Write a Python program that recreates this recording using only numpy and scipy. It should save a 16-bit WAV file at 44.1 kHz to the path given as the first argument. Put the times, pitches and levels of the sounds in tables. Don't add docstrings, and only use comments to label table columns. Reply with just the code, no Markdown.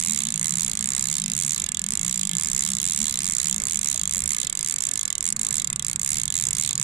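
import sys
import numpy as np
from scipy import signal
from scipy.fft import rfft, irfft, next_fast_len
from scipy.io import wavfile
from scipy.ndimage import map_coordinates

SR = 44100
rng = np.random.default_rng(int(sys.argv[2]) if len(sys.argv) > 2 else 0)


def wrap_up_sound(samples):
    columns = np.atleast_2d(samples).T
    tamed = np.clip(columns, -1, 1)
    steps = np.round(tamed * 32767).astype(np.int16)
    wavfile.write(sys.argv[1], SR, steps)


def volts_from_decibels(level):
    exponent = np.asarray(level, float) / 20
    return 10 ** exponent


N = 301203


def unit(x):
    return x / np.sqrt(np.mean(x ** 2) + 1e-20)


def along(points, hz):
    f, v = np.transpose(points)
    return np.interp(np.log(hz + 1), np.log(f + 1), v)


def curves(rows):
    s, *cols = np.transpose(rows)
    return [np.interp(np.arange(N) / SR, s, c) for c in cols]


def wobble(rate):
    knots = rng.standard_normal(int(N * rate / SR) + 4)
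    return map_coordinates(knots, [np.arange(N) * rate / SR])


def filtered(x, response):
    m = next_fast_len(N + SR // 2)
    return irfft(rfft(x, m) * response(np.fft.rfftfreq(m, 1 / SR)), m)[..., :N]


def ringing(x, modes):
    def response(f):
        total = 0
        for k, (centre, width, db) in enumerate(modes):
            damping = 1j * f * width
            total = total + (-1) ** k * volts_from_decibels(db) * damping / (centre ** 2 - f ** 2 + damping)
        return total
    return filtered(x, response)


# t/s, speed/(teeth/s)
PACE = [(0, 46.2), (.98, 67.21), (1.95, 38.8), (2.93, 61.15), (3.9, 41.09), (4.88, 25.03), (5.85, 38.04),
        (6.83, 25.06)]
# t/s, gain/(teeth/s), half-width/s
TUGS = [(0.048, 37.6, 0.16), (0.473, 26.7, 0.042), (0.602, 28.3, 0.033), (1.149, 23.5, 0.057),
        (1.402, 37.9, 0.046), (1.519, 29.3, 0.04), (1.923, 26.3, 0.029), (2.092, 22.8, 0.114),
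        (2.433, 34.3, 0.069), (2.628, 38.6, 0.067), (2.873, 32.7, 0.057), (3.042, 18.3, 0.088),
        (3.276, 41.7, 0.062), (3.465, 27.3, 0.065), (3.739, 23.7, 0.079), (3.843, 34.3, 0.16),
        (4.161, 56.8, 0.061), (4.312, 43.2, 0.046), (4.416, 34.9, 0.042), (4.658, 75.6, 0.081),
        (4.837, 41.5, 0.043), (5.023, 39.8, 0.107), (5.266, 60.3, 0.046), (5.434, 25.3, 0.064),
        (5.56, 43.8, 0.042), (5.897, 28.2, 0.049), (6.113, 51.0, 0.114), (6.403, 80.9, 0.067),
        (6.63, 52.9, 0.089), (6.852, 59.9, 0.065)]
# t/s, loss/(teeth/s), half-width/s
SNAGS = [(0.758, 11.9, 0.059), (1.204, 16.8, 0.085), (1.704, 13.1, 0.045), (2.619, 25.5, 0.034),
         (3.795, 45.0, 0.038), (4.636, 45.0, 0.039), (5.052, 23.2, 0.054), (5.35, 15.1, 0.041),
         (5.777, 9.6, 0.036), (5.965, 27.8, 0.033), (6.091, 14.8, 0.037), (6.418, 32.7, 0.033)]


def teeth():
    t = np.arange(N) / SR

    def bumps(rows):
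        return sum(height * np.exp(-((t - s) / width) ** 2) for s, height, width in rows)

    speed = curves(PACE)[0] + bumps(TUGS) - bumps(SNAGS)
    turned = 0.01 + np.cumsum(speed) / SR
    return np.interp(np.arange(int(turned[-1]) + 1), turned, t) + 0.00054


def once_a_turn(count, mean, swing, peak_tooth):
    teeth_per_turn = 30
    return mean + swing * np.cos(2 * np.pi * (np.arange(count) - peak_tooth) / teeth_per_turn)


def contacts(times, db, t60, grit_db):
    shared = 0.06
    t = np.arange(192) / SR
    push = volts_from_decibels(grit_db - 60 * t / t60) * rng.standard_normal((len(times), 2, len(t)))
    push[:, 0] = np.sqrt(shared) * push[:, 1] + np.sqrt(1 - shared) * push[:, 0]
    push[:, :, 0] = 1
    start = np.round(times * SR).astype(int)[:, None]
    at = (start + np.arange(len(t))).clip(0, N).ravel()
    out = []
    for port in (0, 1):
        weight = volts_from_decibels(db)[:, None] * push[:, port]
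        out.append(np.bincount(at, weight.ravel(), N + 1)[:N])
    return np.array(out)


def first_pawl_hits(times, db, chance):
    scrape = contacts(times - 0.0005, db - 21.5, t60=0.0042, grit_db=2)
    drop = contacts(times, db + 0.66 * chance[:, 1], t60=0.0056, grit_db=-17)
    return scrape + drop


def second_pawl_hits(later, db, chance):
    rebound_at = later + 0.0008 + 0.0003 * chance[:, 3]
    settle_at = later + 0.0087 + 0.002 * chance[:, 7]
    drop = contacts(later, db + 1.3 * chance[:, 2], t60=0.0059, grit_db=-11)
    rebound = contacts(rebound_at, db - 13.5, t60=0.002, grit_db=-2.5)
    settle = contacts(settle_at, db - 27.5 + 4 * chance[:, 1], t60=0.0054, grit_db=-27)
    return drop + rebound + settle


# f/Hz, width/Hz, level/dB
SPOOL = [
    [(3940, 660, 0)],
    [(2750, 490, -9.5), (3480, 450, 0)],
    [(4940, 180, -5.5)],
]


def spool(times, later, slow, chance):
    rules = [(-3, 1.5, 16.5), (-3, 3.5, 19), (2, 1.5, 22)]
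    out = 0
    for part, (rule, modes) in enumerate(zip(rules, SPOOL)):
        grip = 1.76 * wobble(9)[(times * SR).astype(int)]
        db = once_a_turn(len(times), *rule) + 1 * slow + grip
        knocks = contacts(later, db + 2.5 * chance[:, 4 + part], t60=0.017, grit_db=-12)
        out = out + ringing(knocks, modes)
    return out


# f/Hz, width/Hz, level/dB
TIP = [(11360, 1100, -0.5), (14000, 2500, -2.5)]


def snap(times, later, db_1, db_2, chance):
    first = contacts(times, db_1 - 5 + 2.6 * chance[:, 6], t60=0.006, grit_db=-6)
    second = contacts(later, db_2 + 2.1 * chance[:, 7], t60=0.013, grit_db=-2)
    return ringing(first + second, TIP)


# f/Hz, width/Hz, level/dB
FRAME = [(1138, 188, -1), (1434, 40, -11), (1723, 20, 1.5), (2065, 97, 4.5)]


def cage(hits):
    return ringing(hits * volts_from_decibels(1.2 * wobble(14)), FRAME)


# f/Hz, width/Hz, level/dB
PAWL_1 = [(2136, 418, -11.5), (6550, 650, -9), (6640, 900, -11), (7290, 375, 4), (8510, 355, 2.5),
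          (9850, 1900, -10)]
# f/Hz, width/Hz, level/dB
PAWL_2 = [(6624, 1090, -1), (7590, 815, 0.5), (8880, 400, -9.5), (10200, 550, -4)]


def reel():
    times = teeth()
    count = len(times)
    slow = np.log(np.gradient(times) / 0.016)
    chance = rng.standard_normal((count, 8))
    db_1 = once_a_turn(count, 0.73, 1, 5.5)
    db_2 = once_a_turn(count, -0.17, 0.74, 13.5)
    dwell = np.tanh(once_a_turn(count, 0.3, 2.5, 12))
    lag_ms = (1.0 + 0.65 * dwell) * np.exp(0.8 * slow)
    later = times + (lag_ms + 0.12 * chance[:, 0]) / 1000

    first = first_pawl_hits(times, db_1, chance)
    second = second_pawl_hits(later, db_2, chance)
    springs = volts_from_decibels(6) * ringing(first, PAWL_1) + volts_from_decibels(5.5) * ringing(second, PAWL_2)
    body = springs + volts_from_decibels(-7) * spool(times, later, slow, chance)
    body = filtered(body, lambda hz: 1 / (1 + (hz / 11300) ** 12))
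    clicks = body + volts_from_decibels(-28) * snap(times, later, db_1, db_2, chance)
    return volts_from_decibels(4.5) * (clicks + volts_from_decibels(-11.5) * cage(first + second))


# f/Hz, level/dB
SHADOW = [(60, -1.0), (110, -5), (200, -4), (380, 8), (700, -43), (1290, -2), (2380, -6), (4400, -6.5),
          (8120, -11), (15000, 1.5)]
# f/Hz, phase/rad
LEAD = [(0, -3), (600, 2.8), (1290, 4), (1720, 1), (1980, 2), (3960, 0), (5000, -3.5), (6030, -9),
        (6550, -8), (8010, -6.5), (8610, -3.5), (10400, -9), (13000, -19.5), (16400, -13.5)]


def round_camera(clicks):
    def response(hz):
        left = volts_from_decibels(along(SHADOW, hz) - 1.8) * np.exp(1j * along(LEAD, hz))
        return [left, 1 + 0 * hz]
    return filtered(clicks, response)


# f/Hz, t60/s
BOAT = [(1500, 0.49), (3000, 0.094), (4800, 0.054), (6500, 0.023), (10500, 0.0048), (12000, 0.0061)]


def boat(x):
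    phase = np.array([[0], [np.pi / 2]])
    share = np.cos(np.pi * 3.1 * np.arange(N) / SR + phase)
    hz, t, z = signal.stft(rng.standard_normal((2, 2, 4096)), SR, nperseg=128)
    decay = volts_from_decibels(-60 * t / along(BOAT, hz)[:, None])
    tails = signal.istft(z * decay, SR, nperseg=128)[1]
    tails = tails / np.linalg.norm(tails[0, 0])
    delayed = np.pad(x * share, ((0, 0), (150, 0)))
    wet = signal.fftconvolve(delayed[:, None], tails, axes=2)
    return wet.sum(0)[:, :N] * volts_from_decibels([[-4], [0]])


# f/Hz, level/(dB per Hz)
RIVER = [(15, 2), (30, -10), (50, 2), (95, -0.5), (200, 1.5), (320, -10), (500, -15.5), (800, -18),
         (1500, -12.5), (2800, -27), (4700, -56), (7500, -15.5), (10800, -35.5), (11600, -72)]
# f/Hz, likeness/(0-1)
ALIKE = [(30, 0.94), (60, 0.91), (200, 1), (350, 0.79), (640, 0.49), (1400, 0.04)]


def river():
    def response(hz):
        angle = np.arccos(np.clip(along(ALIKE, hz), -1, 1)) / 2
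        return volts_from_decibels(along(RIVER, hz)) * [np.cos(angle), np.sin(angle)]
    mid, side = filtered(rng.standard_normal((2, N)), response)
    db = -47 + 0.33 * wobble(3.21) + 1.74 * wobble(14)
    return volts_from_decibels(db) * unit(np.array([mid + side, mid - side]))


# t/s, rate/(firings/s)
IDLE = [(0, 24.2), (1.5, 24), (1.9, 25.2), (2.4, 25), (2.9, 24.1), (3.3, 23.8), (3.5, 22.8), (4.3, 21.8),
        (4.4, 19.6), (5.5, 19.4), (5.9, 19), (6.83, 18.8)]


def engine_turns():
    rate = curves(IDLE)[0] * (1 + 0.0064 * wobble(6.06))
    return np.cumsum(rate) / SR + 0.2825


# order/(times firing rate), level in gear/dB, level in neutral/dB
DRONE = [(1, -12, -22), (2, -6, -14), (2.5, -40, -6), (3, 0, -14), (4, -18, -3), (5, -7, -7), (6, -9, -14),
         (7, -6, -9)]


def drone(turns, neutral):
    out = 0
    for order, gear_db, neutral_db in DRONE:
        db = gear_db + (neutral_db - gear_db) * neutral + 1.8 * wobble(5)
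        out = out + volts_from_decibels(db) * np.sin(2 * np.pi * order * turns + order ** 2)
    return unit(out)


# f/Hz, width/Hz, level/dB
EXHAUST = [
    [(128, 42, -2.5), (163.5, 61, 0.5), (209.5, 26, 2.5)],
    [(136, 41.5, 2.5), (201, 7.3, -20)],
]


def exhaust(turns, neutral, puff_db):
    fired = np.diff(np.floor(turns), prepend=0) * volts_from_decibels(0.93 * wobble(12))
    churn = rng.standard_normal(N)
    loaded = unit(ringing(fired * (1 - neutral) + 0.016 * churn, EXHAUST[0]))
    loaded = loaded * volts_from_decibels(puff_db - 2 - 7.8 * neutral)
    s, db = neutral_firings()
    free = np.bincount((s * SR).astype(int), volts_from_decibels(db + 49), N)[:N]
    pipe = ringing(free, EXHAUST[1])
    free = ringing(pipe, EXHAUST[1])
    return filtered(loaded + free, lambda f: 1 / (1 + (f / 280) ** 6) / (1 + (105 / (f + 1)) ** 8))


# t/s, drone level/dB, puff level/dB
MOTOR = [(0, -51, -41.5), (1.6, -52, -46), (3.2, -50.5, -43.5), (3.8, -50.5, -57), (4.2, -43, -48.5),
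         (4.4, -62, -45), (4.9, -64, -58), (5.5, -57, -35), (5.8, -47.5, -35), (6.83, -51, -39)]


def outboard():
    drone_db, puff_db = curves(MOTOR)
    neutral = np.interp(np.arange(N) / SR, [4.3, 4.4], [0, 1])
    turns = engine_turns()
    return volts_from_decibels(drone_db - 0.5) * drone(turns, neutral) + exhaust(turns, neutral, puff_db)


# t/s, peak level/dB, start f/Hz,
# length/s, pitch rise/(0-1)
GLUGS = [(0.061, -35, 201, 0.13, 0.13), (.2, -39.5, 212, 0.15, 0.09), (.3, -38.5, 154, 0.27, 0.06),
         (.51, -37.5, 170.7, 0.15, 0), (0.794, -40.5, 213, 0.14, 0), (1.0, -40, 163.2, 0.2, 0),
         (1.17, -40.5, 193, 0.21, 0.22), (1.18, -36, 170.8, 0.18, 0.09), (1.33, -39, 138.3, 0.24, 0.09),
         (1.82, -36, 175.4, 0.14, 0.33), (2.0, -35, 165.5, 0.13, 0.11), (2.16, -35, 177, 0.14, 0.1),
         (2.31, -32.5, 171.3, 0.077, 0.02), (2.52, -38, 170.5, 0.1, 0), (2.64, -34, 182.8, 0.15, 0.1),
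         (2.979, -32.5, 195, 0.074, 0.2), (3.4, -43, 170.2, 0.21, 0), (3.5, -38, 173, 0.13, 0.26),
         (3.72, -42.5, 201, 0.15, 0), (4.0, -39, 178, 0.085, 0), (4.15, -41, 202, 0.064, 0),
         (4.161, -40, 62.2, 0.14, 0.23), (5.27, -42.5, 199, 0.18, 0.13)]


def glugs():
    out = np.zeros(N + SR)
    for s, db, hz, length, rise in GLUGS:
        u = np.arange(round(length * SR)) / (length * SR)
        swell = np.sin(np.pi * u ** 0.81) ** 0.53
        cycles = hz * length * (u + rise * u * u / 2)
        out[round(s * SR):][:len(u)] += volts_from_decibels(db) * swell * np.sin(2 * np.pi * cycles)
    return out[:N] * volts_from_decibels(0.7 * wobble(24.76))


# t/s, peak level/dB, f/Hz, t60/s
KNOCKS = [
    (3.826, -56, 600, 0.06),
    (3.946, -45, 636, 0.089),
    (4.167, -38, 535, 0.045),
    (4.431, -47, 530, 0.094),
]


def lever():
    out = np.zeros(N + SR)
    t = np.arange(SR // 4) / SR
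    for s, db, hz, t60 in KNOCKS:
        tone = np.sin(2 * np.pi * hz * t)
        tone += 0.4 * np.sin(2.55 * np.pi * hz * t) + 0.39 * np.sin(1.1 * np.pi * hz * t)
        onset = 1 - np.exp(-t / 0.0017)
        out[round(s * SR):][:len(t)] += volts_from_decibels(db - 60 * t / t60) * onset * tone
    return out[:N]


# t/s, peak level/dB
WARM_UP = [(4.4, -40), (5.2, -47), (5.5, -36.5), (6.2, -34), (6.8, -32)]
# t/s, loss/dB
MISFIRES = [(4.49, 3), (4.54, 25), (4.70, 5), (4.76, 25), (4.92, 3), (4.98, 25), (5.04, 8), (5.2, 25),
            (5.25, 10), (5.41, 20), (5.63, 25), (5.85, 8), (6.05, 11), (6.33, 6), (6.69, 11)]


def neutral_firings():
    count, gap_s = 45, 0.0546
    k = np.arange(count)
    chance = rng.standard_normal((count, 2))
    s = 4.436 + gap_s * k - 0.00002 * k ** 2
    db = np.interp(s, *np.transpose(WARM_UP)) + 1.2 * chance[:, 0]
    for at, loss_db in MISFIRES:
        db = db - loss_db * (np.abs(s - at) < gap_s / 2)
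    return s + 0.00272 * chance[:, 1], db


def scene():
    clicks = reel()
    near = round_camera(clicks) + volts_from_decibels(-15.5) * boat(clicks[1])
    water = river() * volts_from_decibels([[-1.2], [1.2]])
    stern = (outboard() + glugs() + lever()) * volts_from_decibels([[-0.4], [0.4]])
    return near + water + stern


def top_cut(x):
    return signal.sosfilt(signal.butter(12, 16800, fs=SR, output="sos"), x)


def record(dry):
    soft = dry / (1 + np.abs(dry / 0.56) ** 4) ** (1 / 4)
    mix = filtered(soft, lambda hz: 1 / (1 + (hz / 14700) ** 22))
    return top_cut(mix)


dry = scene()
out = record(dry)
wrap_up_sound(out)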